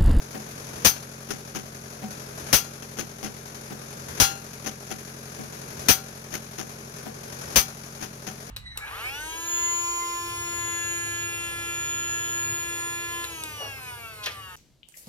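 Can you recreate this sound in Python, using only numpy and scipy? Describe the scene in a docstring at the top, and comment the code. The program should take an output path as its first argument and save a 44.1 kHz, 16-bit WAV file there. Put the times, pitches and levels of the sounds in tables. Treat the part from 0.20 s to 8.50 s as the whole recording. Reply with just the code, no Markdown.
"""A drop hammer on a drilling rig drives a steel rod into a parking lot: five blows, close on the left.
Each impact excites the free vibration of anvil, rod and frame, and forces a thud from the ground.
Between blows the lifting chain clanks twice, and its lug knocks into the weight to raise it again.
Underneath runs a four-cylinder engine, sagging a little in each stroke and swelling toward each blow;
its firings drive the resonances of the exhaust pipe while the block knocks and the valves clatter."""
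import sys
import numpy as np
from scipy import signal
from scipy.fft import rfft, irfft, next_fast_len
from scipy.io import wavfile

SR = 44100
rng = np.random.default_rng(int(sys.argv[2]) if len(sys.argv) > 2 else 0)


def bounce(signal):
    """Save signal as a 16-bit WAV file at the path given by the first command-line argument."""
    frames = np.transpose(np.atleast_2d(signal))
    limited = np.clip(frames, -1, 1)
    pcm = np.round(limited * 32767).astype(np.int16)
    wavfile.write(sys.argv[1], SR, pcm)


N = 366030

# Levels in all tables are relative: each source applies its own gain.
# Each row: firing phase in cycles, firing level in dB, valve phase in cycles, valve level in dB.
CYLINDERS = [(.005, 3, 0.17, 1), (0.253, 6, 0.41, -2.5), (0.497, 4.5, 0.65, -5.5), (0.727, -11, 0.89, -2)]
# Exhaust resonances. Each row: frequency in Hz, bandwidth in Hz, gain in dB.
PIPE_MODES = [(47, 4.1, -15), (99, 39, -3), (137, 10.7, 7), (180, 88, -11), (211.5, 21, 9.5), (253, 16, 0),
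              (399, 28, 9), (446.7, 6.1, 6.5), (560, 27, 8)]
# Exhaust tones. Each row: multiple of the engine's cycle rate, level in dB.
HUM_HARMONICS = [(4, -60), (8, -60), (12, -49.5), (15, -57), (16, -58), (20, -53), (36, -60), (40, -61)]
# The lug meets the weight. Each row: start in seconds, level in dB.
LIFTS = [(.143, -33), (1.824, -36.5), (3.505, -37), (5.187, -38), (6.857, -36)]
# Hammer blows. Each row: start in seconds, steel level in dB, ground boom in dB, ground thud in dB,
# clash hold in seconds, clash t60 in seconds, rod level in dB.
BLOWS = [(0.6478, 1, -3, 0.5, 0.018, .15, -2), (2.3284, -0.05, -1.5, 0, 0.018, .18, -0.5),
         (4, -.3, 1.5, 3.5, .012, 0.23, 8), (5.6849, 1, -2, 0.5, 0.019, 0.15, -1.5),
         (7.3584, 0.7, 3, -7, 0.019, .15, -3.5)]
# The chain strikes its casing. Each row: start in seconds, slap level in dB, rebound level in dB.
CLANKS = [(1.105, -29.5, -32.5), (2.786, -27, -31.5), (4.461, -28, -34.5), (6.139, -29, -34),
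          (7.824, -33, -35)]
# Loose links. Each row: start in seconds, level in dB.
LINK_TICKS = [(.763, -38.5), (2.622, -41), (4.108, -35), (6.494, -46)]

# Normal modes of the steel parts. Each row: frequency in Hz, level in dB, t60 in seconds.
FRAME_MODES = [(214.3, 6.5, 0.26), (300, -5.5, 0.12), (364, -2.5, 0.24), (761, 2, 0.21)]
ANVIL_MODES = [(1313, -16, .17), (2314, -18, .2), (3267, -13, .17), (4583, -12, .15), (4737, -10, .19),
               (5324, -8, .14), (5394, -10, .12), (6038, -2, .13), (6254, -1, .15), (6448, -6, .14),
               (6511, -11, .17), (7603, -19, .17), (7825, -17, .17), (9081, -13, .2), (9138, -10, .16),
               (9423, -13, .13), (10963, -13, .15), (11175, -7, .14), (12750, -14, .13), (13066, -12, .13),
               (13580, -13, .14), (13633, -3, .15), (13730, -11, .13), (13863, -5, .15), (13913, -11, .15),
               (14490, -18, .2), (14967, -13, .14)]
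ROD_MODES = [(785, -11, .42), (1394, -14, .44), (1480, -21, .38), (1631, -19, .36), (2700, -20, .44),
             (2810, -21, .4), (3310, -13, .28), (4177, -12, .36), (5725, -13, .28), (6651, -10, .36)]

# Noise spectra. Each row: frequency in Hz, spectral density in dB.
BLOCK_SPECTRUM = [(25, -35), (60, 1.5), (150, 7), (280, 4), (450, 7), (620, 1.5), (900, -9), (1600, -2),
                  (4000, -47)]
VALVE_SPECTRUM = [(300, -25), (650, -2), (1050, -4.5), (1550, -3.5), (1950, -8), (2450, -6.5), (2850, -12),
                  (4200, -10.5), (6550, -3.5), (7400, -15), (8500, -21.5), (9900, -8.5), (12000, -11),
                  (13500, -20), (15500, -29)]
LUG_SPECTRUM = [(120, -31), (220, 8), (380, -3.5), (600, -3), (780, -3.5), (1100, -13), (1600, -9),
                (3000, -16), (6400, -23), (8000, -25), (15000, -24)]
CLASH_SPECTRUM = [(25, -30), (60, -51), (190, -5), (260, -21), (380, -6), (520, -9.5), (1000, -2),
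                  (2100, -1.5), (3000, 0.5), (4200, -2.5), (6200, 5.5), (7100, -7.5), (8300, -12.5),
                  (9200, -2), (15300, -5.5), (16000, -17)]  # steel on steel
BANG_SPECTRUM = [(100, -27), (160, 3.5), (200, 6), (280, 2.5), (360, -5.5), (520, 2.5), (900, -9),
                 (2000, -20)]  # the jolted frame
CASING_SPECTRUM = [(120, -3), (330, 10), (700, -2), (1000, -3.5), (1500, 2), (1950, -1.5), (3100, -1.5),
                   (4100, -9.5), (5500, -1), (6550, 3.5), (7400, -15), (8500, -27), (9800, -4),
                   (15500, -22)]  # chain or weight against the casing

# Stereo balance of each source. Each row: frequency in Hz, left minus right in dB.
ENGINE_PAN = [(100, 0.5), (400, -1), (700, -1), (1300, 4.5), (2400, 4.5), (4400, 6.5), (8100, 18.5),
              (15000, 5.5)]
HAMMER_PAN = [(100, 32), (400, 5.5), (2300, 6.5), (4400, 9.5), (6200, 17), (8300, 3), (9500, 10),
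              (15000, 13)]
CHAIN_PAN = [(200, 0.67), (1000, 5.1), (6000, 18), (14000, 22)]
# Likeness of the two channels. Each row: frequency in Hz, correlation from -1 to 1.
ENGINE_CORRELATION = [(130, 0.99), (290, 0.8), (640, -0.31), (1400, -0.35), (3100, -0.15), (7000, 0.15)]
STEEL_CORRELATION = [(100, 1), (400, 0), (2000, 0.031)]


def amp(db):
    """Amplitude grows tenfold with every 20 dB."""
    return 10 ** (np.asarray(db) / 20)


def unit(x):
    """Normalisation to an rms of 1."""
    return x / np.sqrt(np.mean(x ** 2) + 1e-20)


def along(points, hz):
    """Interpolation of (Hz, value) points on a logarithmic frequency axis."""
    frequencies, values = np.transpose(points)
    return np.interp(np.log(hz + 1), np.log(frequencies + 1), values)


def filtered(x, response):
    """Linear filtering: the spectrum of x is multiplied by a frequency response."""
    n = x.shape[-1]
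    padded = next_fast_len(n + 8192)
    return irfft(rfft(x, padded) * response(np.fft.rfftfreq(padded, 1 / SR)), padded)[..., :n]


def add(track, start, sound):
    """Superposition: a sound joins the track at start seconds."""
    part = track[:, round(start * SR):][:, :sound.shape[-1]]
    part += sound[..., :part.shape[-1]]


def coloured(pair, spectrum, pan, correlation):
    """Mid-side mixing gives two independent noises a spectrum, balance and correlation, at rms 1."""
    def mid_side(hz):
        angle = np.arccos(np.clip(along(correlation, hz), -1, 1)) / 2
        return amp(along(spectrum, hz)) * [np.cos(angle), np.sin(angle)]

    def balance(hz):
        gains = amp(along(pan, hz) * [[.5], [-.5]])
        return gains / np.linalg.norm(gains, axis=0)

    mid, side = filtered(pair, mid_side)
    return unit(filtered(np.array([mid + side, mid - side]), balance))


def stroke_times(period_s=1.678):
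    """The stroke is nearly periodic: seconds since the last blow and until the next."""
    t, blows = np.arange(N) / SR, [row[0] for row in BLOWS]
    blows = np.array([blows[0] - period_s, *blows, blows[-1] + period_s])
    coming = np.searchsorted(blows, t)
    return t - blows[coming - 1], blows[coming] - t


def firing_rate(since, until, idle_hz=44.426, race_hz=.375, sag_hz=.57, sag_at_s=.66):
    """Frequency modulation: the engine races toward a blow, eases, and sags near the chain's rebound."""
    ramp = lambda s, half_width_s: np.maximum(1 - np.abs(s) / half_width_s, 0)
    race = ramp(until, .38) + ramp(since, sag_at_s)
    return idle_hz + race_hz * race - sag_hz * ramp(since - sag_at_s, .2)


def exhaust(cycle):
    """Forced resonance: one uneven puff per firing drives the pipe's modes, over a harmonic hum."""
    def pipe(f):
        modes = sum(amp(db) * 1j * f * width / (hz * hz - f * f + 1j * f * width)
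                    for hz, width, db in PIPE_MODES)
        return modes / (1 + (f / 700) ** 4) / (1 + (36 / (f + 1)) ** 8)  # passes 36-700 Hz

    puffs = np.zeros(N)
    for phase, db, _, _ in CYLINDERS:
        firings = np.flatnonzero(np.diff(np.floor(cycle - phase)))
        puffs[firings] += amp(db + .8 * rng.standard_normal(128)[:len(firings)])
    hum = sum(np.sqrt(2) * amp(db) * np.cos(2 * np.pi * k * (cycle - .02)) for k, db in HUM_HARMONICS)
    return amp(-49) * unit(filtered(puffs, pipe)) + hum


def block_knocks(cycle):
    """Source and filter: the block colours random noise and a pattern that repeats every cycle."""
    patterns = rng.standard_normal((2, 512))
    repeating = np.array([np.interp(cycle, np.arange(512) / 512, p, period=1) for p in patterns])
    excitation = unit(repeating) + 4.3 * rng.standard_normal((2, N))
    return coloured(excitation, BLOCK_SPECTRUM, ENGINE_PAN, ENGINE_CORRELATION)


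def valve_clatter(cycle, scatter_db=1.8):
    """Amplitude modulation: noise surges at each valve tick, in step with the camshaft."""
    ticks = np.zeros(N)
    for _, _, phase, db in CYLINDERS:
        turn, age = np.divmod(cycle - phase + 1, 1)  # age in cycles
        sizes = amp(db + scatter_db * rng.standard_normal(128))
        ticks += sizes[turn.astype(int)] * (1 - np.exp(-age / .026)) * np.exp(-age / .22)
    noise = coloured(rng.standard_normal((2, N)), VALVE_SPECTRUM, ENGINE_PAN, ENGINE_CORRELATION)
    return unit((.26 + ticks) * noise)


def engine(settle_s=.091):
    """Phase locking: one cycle times exhaust, block and valves; the last two swell toward each blow."""
    since, until = stroke_times()
    cycle = np.cumsum(firing_rate(since, until)) / SR / len(CYLINDERS) - .01
    swell = lambda rise_s: np.exp(-until / rise_s) + np.exp(-since / settle_s)
    knocks = amp(-50 + 8.5 * swell(rise_s=.56)) * block_knocks(cycle)
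    clatter = amp(-43.5 + 5 * swell(rise_s=.34)) * valve_clatter(cycle)
    return exhaust(cycle) + knocks + clatter


def steel_noise(t, spectrum, pan):
    """Modal overlap: the crowded modes of nearby steel merge into coloured noise."""
    return coloured(rng.standard_normal((2, len(t))), spectrum, pan, STEEL_CORRELATION)


def chatter(t, hold_s, t60, rough_db):
    """Damping: an envelope holds, then decays exponentially; random rebounds roughen it by rough_db."""
    knots = np.arange(0, 1, .003)
    rebounds = np.interp(t, knots, rng.standard_normal(len(knots)))
    fade_db = -60 * np.maximum(t - hold_s, 0) / t60
    return amp(fade_db + rough_db * rebounds)


def ring(modes, t, hold_s, attack_s, pan_db):
    """Free vibration: modes build up, then decay after hold_s; tuning and strength vary by contact."""
    hz, db, t60 = np.transpose(modes)
    hz = hz + 7 * rng.standard_normal(len(hz))
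    strength = amp(db + rng.normal(0, 2, len(hz))) * amp([[pan_db / 2], [-pan_db / 2]])
    phase = rng.uniform(0, 2 * np.pi, strength.shape)
    angle = 2 * np.pi * np.outer(hz, t)
    fade = amp(-60 * np.outer(1 / t60, np.maximum(t - hold_s, 0)))
    sines = (strength * np.cos(phase)) @ (fade * np.sin(angle))
    cosines = (strength * np.sin(phase)) @ (fade * np.cos(angle))
    return (sines + cosines) * (1 - np.exp(-t / attack_s))


def lug():
    """Impact excitation: the lug takes up the weight with a dull clunk that rings the frame."""
    out, t = np.zeros((2, N)), np.arange(SR // 4) / SR
    for start, db in LIFTS:
        clunk = steel_noise(t, LUG_SPECTRUM, CHAIN_PAN) * chatter(t, hold_s=.012, t60=.15, rough_db=2.5)
        clunk *= 1 - np.exp(-t / .0016)
        frame = amp(-6) * ring(FRAME_MODES, t, hold_s=.025, attack_s=.009, pan_db=2)
        add(out, start, amp(db) * (clunk + frame))
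    return out


def hammer():
    """Momentum transfer: the weight, let go with a soft bump, slides down and strikes the anvil."""
    out, t = np.zeros((2, N)), np.arange(SR // 2) / SR
    casing = rng.standard_normal((2, len(t)))  # the casing's dense modes, alike at every blow
    release_bump = amp(-43) * np.sin(2 * np.pi * 76 * t) * np.exp(-((t - .025) / .022) ** 2)
    for start, steel_db, boom_db, thud_db, hold_s, t60, rod_db in BLOWS:
        excitation = casing + 1.05 * rng.standard_normal(casing.shape)
        clash = amp(-13) * coloured(excitation, CLASH_SPECTRUM, HAMMER_PAN, STEEL_CORRELATION)
        clash *= chatter(t, hold_s, t60, rough_db=0) * (1 - np.exp(-t / .000059))
        bang = amp(-21.5) * steel_noise(t, BANG_SPECTRUM, HAMMER_PAN)
        bang *= chatter(t, hold_s=.02, t60=.043, rough_db=-2.5)
        anvil = amp(-24.3) * ring(ANVIL_MODES, t, hold_s=.036, attack_s=.013, pan_db=11)
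        rod = amp(rod_db - 24.5) * ring(ROD_MODES, t, hold_s=.022, attack_s=.006, pan_db=8)
        thud = amp([[-24.5], [-36.5]]) * ground(t, boom_db, thud_db)  # left, right
        slide = amp(-42.5) * steel_noise(t, CASING_SPECTRUM, HAMMER_PAN)
        slide *= np.exp(-t[::-1] / .074)  # grows with the falling speed
        add(out, start - len(t) / SR, slide)
        add(out, start - .115, release_bump)
        add(out, start, amp(steel_db) * (clash + bang + anvil + rod) + thud)
    return out


def ground(t, boom_db, thud_db):
    """Heavy damping: the ground answers a blow with only a few low cycles."""
    push = amp(boom_db) * np.cos(2 * np.pi * 56 * t) + amp(thud_db) * np.cos(2 * np.pi * 100 * t)
    envelope = (1 - np.exp(-t / .00037)) * np.exp(-(t / .035) ** 4)
    return signal.sosfilt(signal.butter(4, 38, "highpass", fs=SR, output="sos"), push * envelope)


def clank(frame_db, hold_s):
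    """Mechanical coupling: one slap of the chain on its casing also rings frame, rod and anvil."""
    t = np.arange(SR // 4) / SR
    slap = steel_noise(t, CASING_SPECTRUM, CHAIN_PAN) * chatter(t, hold_s, t60=.14, rough_db=3.5)
    slap *= 1 - np.exp(-t / .00036)
    frame = amp(frame_db) * ring(FRAME_MODES, t, hold_s=.0023, attack_s=.009, pan_db=3)
    rod = amp(-8) * ring(ROD_MODES, t, hold_s=.003, attack_s=.003, pan_db=7) * np.exp(-t / .08)
    anvil = amp(-15) * ring(ANVIL_MODES, t, hold_s=.006, attack_s=.003, pan_db=9)
    return amp(1) * (slap + frame + rod + anvil)


def chain(bump_lead_s=.0185, rebound_s=.243):
    """Repeated collision: the slack chain bumps, slaps and rebounds in each stroke; loose links tick."""
    out = np.zeros((2, N))
    for start, slap_db, rebound_db in CLANKS:
        add(out, start - bump_lead_s, amp(-38.5) * clank(frame_db=-6.5, hold_s=.0082))
        add(out, start, amp(slap_db) * clank(frame_db=-15, hold_s=.0089))
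        add(out, start + rebound_s, amp(rebound_db) * clank(frame_db=-4, hold_s=.019))
    for start, db in LINK_TICKS:
        add(out, start, amp(db) * clank(frame_db=-24.5, hold_s=.0017))
    return out


def yard(x, t60):
    """Reverberation: reflections from walls and parked cars merge into a dull, decaying tail."""
    t = np.arange(SR) / SR
    colour = lambda hz: amp(along([(100, -4), (800, -22), (4000, -3), (12000, -14)], hz))
    tail = filtered(rng.standard_normal((2, SR)), colour)
    tail *= amp(-60 * t / t60) * (1 - np.exp(-t / .02))
    return signal.fftconvolve(x.mean(0)[None], tail / np.linalg.norm(tail[0]), axes=1)[:, :N]


def scene():
    """Superposition: the struck steel and its weak reflections add to the engine."""
    steel = hammer() + chain() + lug()
    return steel + amp(-37) * yard(steel, t60=.6) + engine()


def record(dry, ceiling=.95, top_hz=15900):
    """Saturation and band limiting: the phone rounds the highest peaks and cuts the top treble."""
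    rounded = dry / (1 + np.abs(dry / ceiling) ** 6) ** (1 / 6)
    return filtered(rounded, lambda hz: 1 / (1 + (hz / top_hz) ** 120))


dry = scene()
out = record(dry)
bounce(out)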